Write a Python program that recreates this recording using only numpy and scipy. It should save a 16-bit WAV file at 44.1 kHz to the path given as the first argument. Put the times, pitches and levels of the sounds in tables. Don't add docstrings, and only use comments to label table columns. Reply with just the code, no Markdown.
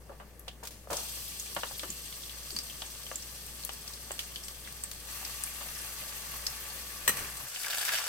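import sys
import numpy as np
from scipy import signal
from scipy.fft import rfft, irfft, next_fast_len
from scipy.io import wavfile

SR = 44100
rng = np.random.default_rng(int(sys.argv[2]) if len(sys.argv) > 2 else 0)


def waveform_to_disk(signal):
    frames = np.transpose(np.atleast_2d(signal))
    scaled = np.clip(frames, -1, 1) * 32767
    samples = np.round(scaled).astype(np.int16)
    wavfile.write(sys.argv[1], SR, samples)


N = 356328

GARLIC_S, BROWNED_S, CABBAGE_S = 0.872, 5.045, 7.453
SMOTHER_S = .15


def garlic():
    # (frequency [Hz], relative level [dB])
    fizz_spectrum = [(1410, -54), (2400, -16), (3170, 0.5), (3540, -2), (4570, 1), (5180, 0.5), (5660, 2),
                     (6580, -3.5), (8350, 2.5), (10000, -5), (12700, -2.5), (15100, -4.5), (16000, -10)]
    # (frequency [Hz], relative level [dB])
    hot_fizz_spectrum = [(1410, -43), (2400, -6), (2700, -4.5), (3960, -3), (4750, -3), (7290, -3),
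                         (8480, -3.5), (9940, -4), (12300, 0), (15100, -5.5), (16000, -17)]
    # (frequency [Hz], relative level [dB])
    bubbling_spectrum = [(200, -16), (500, 3), (1100, -1), (1800, 2.5), (2800, -8), (4000, -11.5),
                         (8000, -12)]

    flash_db = 5.5 * np.exp(-since(GARLIC_S) / 0.33)
    fresh_db = -43 - 1.34 * since(GARLIC_S) + flash_db
    browned_db = -42.5 - 1.1 * since(BROWNED_S)
    fizz_db = by_stage(-67, fresh_db, browned_db) + 0.12 * drift(17)
    bubbling_db = by_stage(-62.5, -55, -48.5) + swell() + .5 * drift(10)
    uncovered = 1 - ramp(CABBAGE_S, SMOTHER_S)

    tiny = rms_one(grains(per_s=11000, spread_db=3.5, width_hz=1770))
    stray = rms_one(grains(per_s=130, spread_db=3.0, width_hz=470))
    bubbles = tiny + .33 * stray

    hot = by_stage(1, 0.52, 1)
    cool_fizz = rms_one(colour(bubbles, fizz_spectrum))
    hot_fizz = rms_one(colour(bubbles, hot_fizz_spectrum))
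    fizz = (1 - hot) * cool_fizz + hot * hot_fizz
    bubbling = rms_one(colour(bubbles, bubbling_spectrum))
    return uncovered * (from_db(fizz_db) * fizz + from_db(bubbling_db) * bubbling)


def cabbage():
    # (frequency [Hz], relative level [dB])
    crackle_spectrum = [(250, -17), (400, -10), (560, 2.5), (1100, -4.5), (1700, 5.5), (2100, -1.5),
                        (3000, 3.5), (4000, -3), (6500, -15), (9000, -19)]
    # (frequency [Hz], relative level [dB])
    steam_spectrum = [(2940, -15), (5000, -1), (8540, -2), (10000, -5), (11800, -3), (15200, -8),
                      (16000, -15)]

    landed = ramp(CABBAGE_S, .4)
    sizes = rng.uniform(0.24, 1, N) * (rng.random(N) < 110 / SR)
    snap = paths(bowl_db=2, room_db=-4, bowl_t60=.025)
    snaps = rms_one(signal.oaconvolve(sizes[None], snap, axes=1)[:, :N])
    bubbles = rms_one(grains(per_s=4000, spread_db=4.2, width_hz=1100)) + .75 * snaps

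    crackle_db = -38.4 + 2 * drift(30)
    crackle = from_db(crackle_db) * rms_one(colour(bubbles, crackle_spectrum))
    steam = from_db(-36) * rms_one(colour(bubbles, steam_spectrum))
    return landed * crackle + landed ** .5 * steam


def grains(per_s, spread_db, width_hz, pitches=16, spots=4):
    # (frequency [Hz], width [Hz], lift [dB])
    bowl_modes = [(970, 19, 2.5), (1158, 75, 6.5), (1590, 110, 2), (1740, 29, 2.5), (2720, 124, 5),
                  (3240, 220, 2), (4770, 300, 2.5), (5880, 350, 2), (8480, 620, 4.5)]
    out = 0
    for spot in np.geomspace(700, 15000, pitches).reshape(-1, spots).T:
        rings = 0
        for hz in spot:
            scale = np.sqrt(hz / 4000)
            born = np.flatnonzero(rng.random(N) < per_s * scale / pitches / SR)
            size_db = spread_db * np.minimum(rng.exponential(1, N), 5)
            strengths = rms_one(from_db(size_db) * rng.choice([-1, 1], N))
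            clicks = np.zeros(N)
            clicks[born] = strengths[born]
            rings = rings + rms_one(resonate(clicks, hz, width_hz * scale)) * np.sqrt(hz)
        out = out + signal.oaconvolve(rings[None], paths(bowl_db=4.5, room_db=5), axes=1)[:, :N]
    return out + sum((from_db(db) - 1) * resonate(out, hz, width) for hz, width, db in bowl_modes)


def pops(snap_db=-21):
    # (time [s], nominal peak [dB], pitch [Hz], ring to -60 dB [cycles], left over right [dB])
    big_bubbles = [(.395, -39, 12000, 14, 0), (0.4818, -31, 3100, 11, -1.5), (0.9696, -24.5, 6300, 9.2, -2),
                   (1.398, -27, 6900, 23, -5), (1.7947, -28.5, 3400, 6, -3), (1.9028, -26.5, 7060, 26, -4),
                   (2.126, -35, 3170, 4.9, -2), (2.5055, -31, 4560, 27, -3), (2.5644, -23.5, 4590, 96, -1),
                   (2.588, -24, 4850, 44, -1), (2.8196, -29.5, 3230, 11, 0), (3.1574, -24.5, 7400, 23, -4),
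                   (3.8778, -32, 5460, 12, 3), (4.1172, -27.5, 7900, 20, -2), (4.192, -24.5, 2900, 10, -3),
                   (4.359, -29, 3160, 18, 0), (4.6748, -36.5, 1800, 12, 0), (4.837, -23.5, 8130, 26, -3.5),
                   (5.25, -30, 4900, 9.2, 1), (5.437, -23.5, 8950, 13, -1), (6.4665, -19.5, 5120, 17, -0.5),
                   (7.1696, -35, 1980, 26, -3), (7.2472, -36, 2430, 28, -2), (7.5604, -29, 2700, 23, -1),
                   (7.7328, -28, 1620, 23, -1), (7.8905, -21.5, 1700, 5.2, -1)]
    # (from [s], to [s], nominal peak [dB], lowest pitch [Hz], highest pitch [Hz])
    garlic_bubbles = (2, 4.5, -35.5, 2600, 5500)
    # (from [s], to [s], nominal peak [dB], lowest pitch [Hz], highest pitch [Hz])
    cabbage_bubbles = (7.62, 8, -30.5, 1500, 4200)

    lesser = lesser_bubbles(*garlic_bubbles, count=9) + lesser_bubbles(*cabbage_bubbles, count=12)
    out = np.zeros((2, N))
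    for s, db, hz, cycles, pan_db in big_bubbles + lesser:
        snap = paths(bowl_db=3.5, room_db=-1.5, bowl_t60=.035, room_t60=.2)
        ring = resonate(snap, hz, np.log(1000) / np.pi * hz / max(cycles, 2))
        dull_snap = cut(snap, 2 * hz, "low")
        pop = cut(ring + from_db(snap_db) * dull_snap, 0.3 * hz, "high")
        add(out, s, db, pop * from_db([[pan_db / 2], [-pan_db / 2]]), crest_db=8)
    return out


def lesser_bubbles(start_s, end_s, db, low_hz, high_hz, count):
    pan_db = 3 * rng.standard_normal(count)
    hz = low_hz * (high_hz / low_hz) ** rng.random(count)
    return list(zip(scatter(start_s, end_s, count), [db] * count, hz, [15] * count, pan_db))


def spits(top_hz=11000):
    # (time [s], nominal peak [dB], t60 [s])
    sprays = [(0.481, -42, .046), (.634, -33.5, .11), (.652, -33, .11), (.672, -28.5, 0.059),
              (0.707, -37.5, 0.73), (.905, -29.5, 0.13), (.93, -25, 0.045), (4.192, -28, 0.17),
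              (4.483, -29, 0.021), (4.914, -28.5, .03), (7.632, -26, .046), (7.851, -21, 0.047)]
    # (time [s], nominal peak [dB])
    tiny_snaps = [(1.5493, -19), (3.465, -25), (3.6499, -12), (3.7349, -23), (4.725, -23), (5.437, -19)]

    out = np.zeros((2, N))
    for s, db, t60 in sprays:
        spray = paths(bowl_db=20, room_db=14.5, bowl_t60=max(t60, .003))
        spray = cut(cut(spray, 2700, "high", order=1), top_hz, "low", order=1)
        add(out, s, db, spray, crest_db=10.0)
    off_leaves = [(s, -22) for s in scatter(CABBAGE_S + SMOTHER_S, N / SR, count=4)]
    for s, db in tiny_snaps + off_leaves:
        snap = paths(bowl_db=-2, room_db=-7, bowl_t60=.025)
        add(out, s, db, cut(snap, 8200, "high") * from_db([[2], [-2]]), crest_db=18.5)
    return out


def thuds(rattle_db=9):
    # (time [s], nominal peak [dB], contact brightness [Hz], rattle t60 [s])
    slices = [(.094, -34, 654, 0.11), (.117, -38, 695, .09), (.199, -35.5, 1720, .18),
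              (.479, -34.5, 1440, 0.051), (.629, -35, 1310, .13), (.873, -35, 1000, 0.041),
              (1.565, -19.5, 2470, 0.064), (1.634, -21, 2530, 0.032), (1.711, -34.5, 2000, 0.068),
              (1.833, -26.5, 4500, 0.085), (2.821, -32.5, 3500, 0.052), (3.115, -27.5, 2180, 0.032),
              (3.693, -27, 4500, 0.036), (4.108, -26.5, 2500, 0.03), (5.609, -32, 5000, 0.17)]
    # (frequency [Hz], width [Hz], mean level [dB])
    wok_modes = [(560, 63, -8), (610, 98, -1), (780, 270, -4), (937, 53, -2), (1150, 110, -0.5),
                 (1370, 160, -9), (1625, 260, -8.5), (1750, 93, -11), (2870, 270, -1)]

    out = np.zeros((2, N))
    for s, db, bright_hz, t60 in slices + handful():
        t60 = max(t60, .005)
        after_db = rattle_db + 20 * np.log10(10 * t60)
        push = cut(paths(bowl_db=after_db, room_db=after_db - 2.0, bowl_t60=t60), bright_hz, "low")
        body = 0
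        for hz, width, level_db in wok_modes:
            spot_db = rng.normal(0, 1.4)
            body = body + from_db(level_db + spot_db) * resonate(push, hz, width)
        add(out, s, db, cut(body, 325, "high") + 0.41 * cut(push, 340, "high"), crest_db=10.5)
    return out


def handful(count=4):
    first_s, gap_s, tumble_gap_s, bright_hz = .902, .0097, 0.023, 1040
    landings = [(first_s + k * gap_s, -25.5, bright_hz, 0.074) for k in range(count)]
    last_s = landings[-1][0]
    tumbles = [(last_s + (k + 1) * tumble_gap_s, -34, bright_hz, 0.48) for k in range(count // 2)]
    return landings + tumbles


def chopsticks(crack_db=-9):
    # (time [s], nominal peak [dB])
    clacks = [(7.0776, -8), (7.080, -14.5), (7.092, -12.5), (7.17, -24), (7.19, -26)]
    # (frequency [Hz], width [Hz], relative level [dB])
    clack_modes = [(546, 110, -3), (1310, 220, 2.5), (1860, 97, 8), (2400, 570, 0.5), (2900, 56, 5),
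                   (3120, 46, -4), (4040, 44, 5), (6040, 140, 7.5), (7750, 56, 3), (8240, 450, 7.5),
                   (10700, 240, 0.5), (12600, 540, 5), (13200, 25, 10)]

    out = np.zeros((2, N))
    for s, db in clacks:
        crack = paths(bowl_db=11, room_db=8, bowl_t60=.05, room_t60=.17)
        ring = sum(from_db(level_db) * resonate(crack, hz, width) for hz, width, level_db in clack_modes)
        add(out, s, db, from_db(crack_db) * cut(crack, 420, "high") + ring, crest_db=11.5)
    return out


def nudges(width_hz=80):
    # (time [s], nominal peak [dB], pitch [Hz])
    bumps = [(.908, -37, 115), (1.563, -40, 113), (1.835, -38, 348), (1.892, -37, 186), (2.525, -41.5, 344),
             (2.543, -40, 215), (7.085, -35, 170), (7.43, -40.5, 110)]
    out = np.zeros((2, N))
    for s, db, hz in bumps:
        bump = resonate(paths(bowl_db=13.5, room_db=5, bowl_t60=0.17), hz, width_hz)
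        add(out, s, db, cut(bump, 2 * hz, "low"), crest_db=10.5)
    return out


def cooker():
    # (frequency [Hz], relative level [dB])
    rumble_spectrum = [(20, 2.5), (32, -23), (45, -13), (90, 0.5), (135, 1.5), (260, -5.5), (500, -5),
                       (1000, -16), (2000, -46), (5000, -30.5)]

    sunk = ramp(7.41, 0.08)
    hum_db = -53.5 - 13 * sunk + 1.0 * drift(5.5)
    rumble_db = -56 - 8.5 * sunk + swell()
    hum_hz = 58.6 + 0.68 * drift(3)
    hum = np.sqrt(2) * np.sin(2 * np.pi * np.cumsum(hum_hz) / SR)
    air = rng.standard_normal(N) + 0.5 * rng.standard_normal((2, N))
    air = air + 0.37 * resonate(air, 144, 6) + 0.81 * resonate(air, 214.0, 6.3)
    return from_db(hum_db) * hum + from_db(rumble_db) * rms_one(colour(air, rumble_spectrum))


def scene():
    frying = garlic() + cabbage()
    return frying + pops() + spits() + thuds() + chopsticks() + nudges() + cooker()


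def record(dry):
    # (frequency [Hz], unscaled left over right [dB])
    port_spectrum = [(60, 2), (400, 2.5), (1500, .5), (7800, 1), (9300, 4.5), (12800, 6), (15000, -2)]
    left = colour(dry[0], port_spectrum, power=0.43)
    right = colour(dry[1], port_spectrum, power=-0.8)
    top_cut = signal.ellip(10, .2, 70, 15900, fs=SR, output="sos")
    return signal.sosfilt(top_cut, np.array([left, right]))


def paths(bowl_db, room_db, bowl_t60=0.063, room_t60=0.14, shared_hz=750):
    def echoes():
        return from_db(bowl_db) * burst(bowl_t60) + from_db(room_db) * burst(room_t60)

    long_waves = cut(echoes()[0], shared_hz, "low", order=1)
    short_waves = cut(echoes(), shared_hz, "high", order=1)
    out = long_waves + short_waves
    out[0, 0] += 1
    out[1, rng.integers(10)] += 1
    return out


def burst(t60, size=12000):
    x = rng.standard_normal((2, size)) * np.exp(-np.log(1000) * np.arange(size) / SR / t60)
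    return x / np.sqrt(np.sum(x ** 2) / 2)


def add(out, s, db, sound, crest_db):
    at = max(round(s * SR), 0)
    strength = np.sqrt(np.mean(sound[:, :SR // 100] ** 2))
    out[:, at:at + sound.shape[1]] += (sound * from_db(db - crest_db) / strength)[:, :N - at]


def swell():
    peak_s, peak_db, width_s = 7.2, 8, 0.083
    return peak_db * np.exp(-((np.arange(N) / SR - peak_s) / width_s) ** 2)


def by_stage(oil, fresh, browned, change_s=0.066):
    to_fresh = (fresh - oil) * ramp(GARLIC_S, change_s)
    to_browned = (browned - fresh) * ramp(BROWNED_S, change_s)
    return oil + to_fresh + to_browned


def since(s):
    return np.maximum(np.arange(N) / SR - s, 0)


def ramp(s, length_s):
    return np.minimum(since(s) / length_s, 1)


def scatter(start_s, end_s, count):
    moments = start_s + (end_s - start_s) * (np.arange(count) + rng.random(count)) / count
    return np.minimum(moments, (N - 1) / SR)


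def drift(rate):
    knots = rng.standard_normal(int(N / SR * 2 * rate) + 2)
    return rms_one(np.interp(np.arange(N) / SR * 2 * rate, np.arange(len(knots)), knots))


def colour(x, spectrum, power=1):
    hz, db = np.transpose(spectrum)
    size = next_fast_len(N + 4096)
    bins = np.maximum(np.fft.rfftfreq(size, 1 / SR), 1)
    gain = from_db(power * np.interp(np.log(bins), np.log(hz), db))
    return irfft(rfft(x, size) * gain, size)[..., :N]


def cut(x, hz, kind, order=2):
    return signal.sosfilt(signal.butter(order, min(hz, SR / 2 - 100), kind, fs=SR, output="sos"), x)


def resonate(x, hz, width):
    r = np.exp(-np.pi * width / SR)
    feed = np.array([1, 0, -1]) * (1 - r * r) / 2
    return signal.lfilter(feed, [1, -2 * r * np.cos(2 * np.pi * hz / SR), r * r], x + 1e-18)


def from_db(db):
    return 10 ** (np.asarray(db) / 20)


def rms_one(x):
    return x / np.sqrt(np.mean(x ** 2) + 1e-20)


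dry = scene()
out = record(dry)
waveform_to_disk(out)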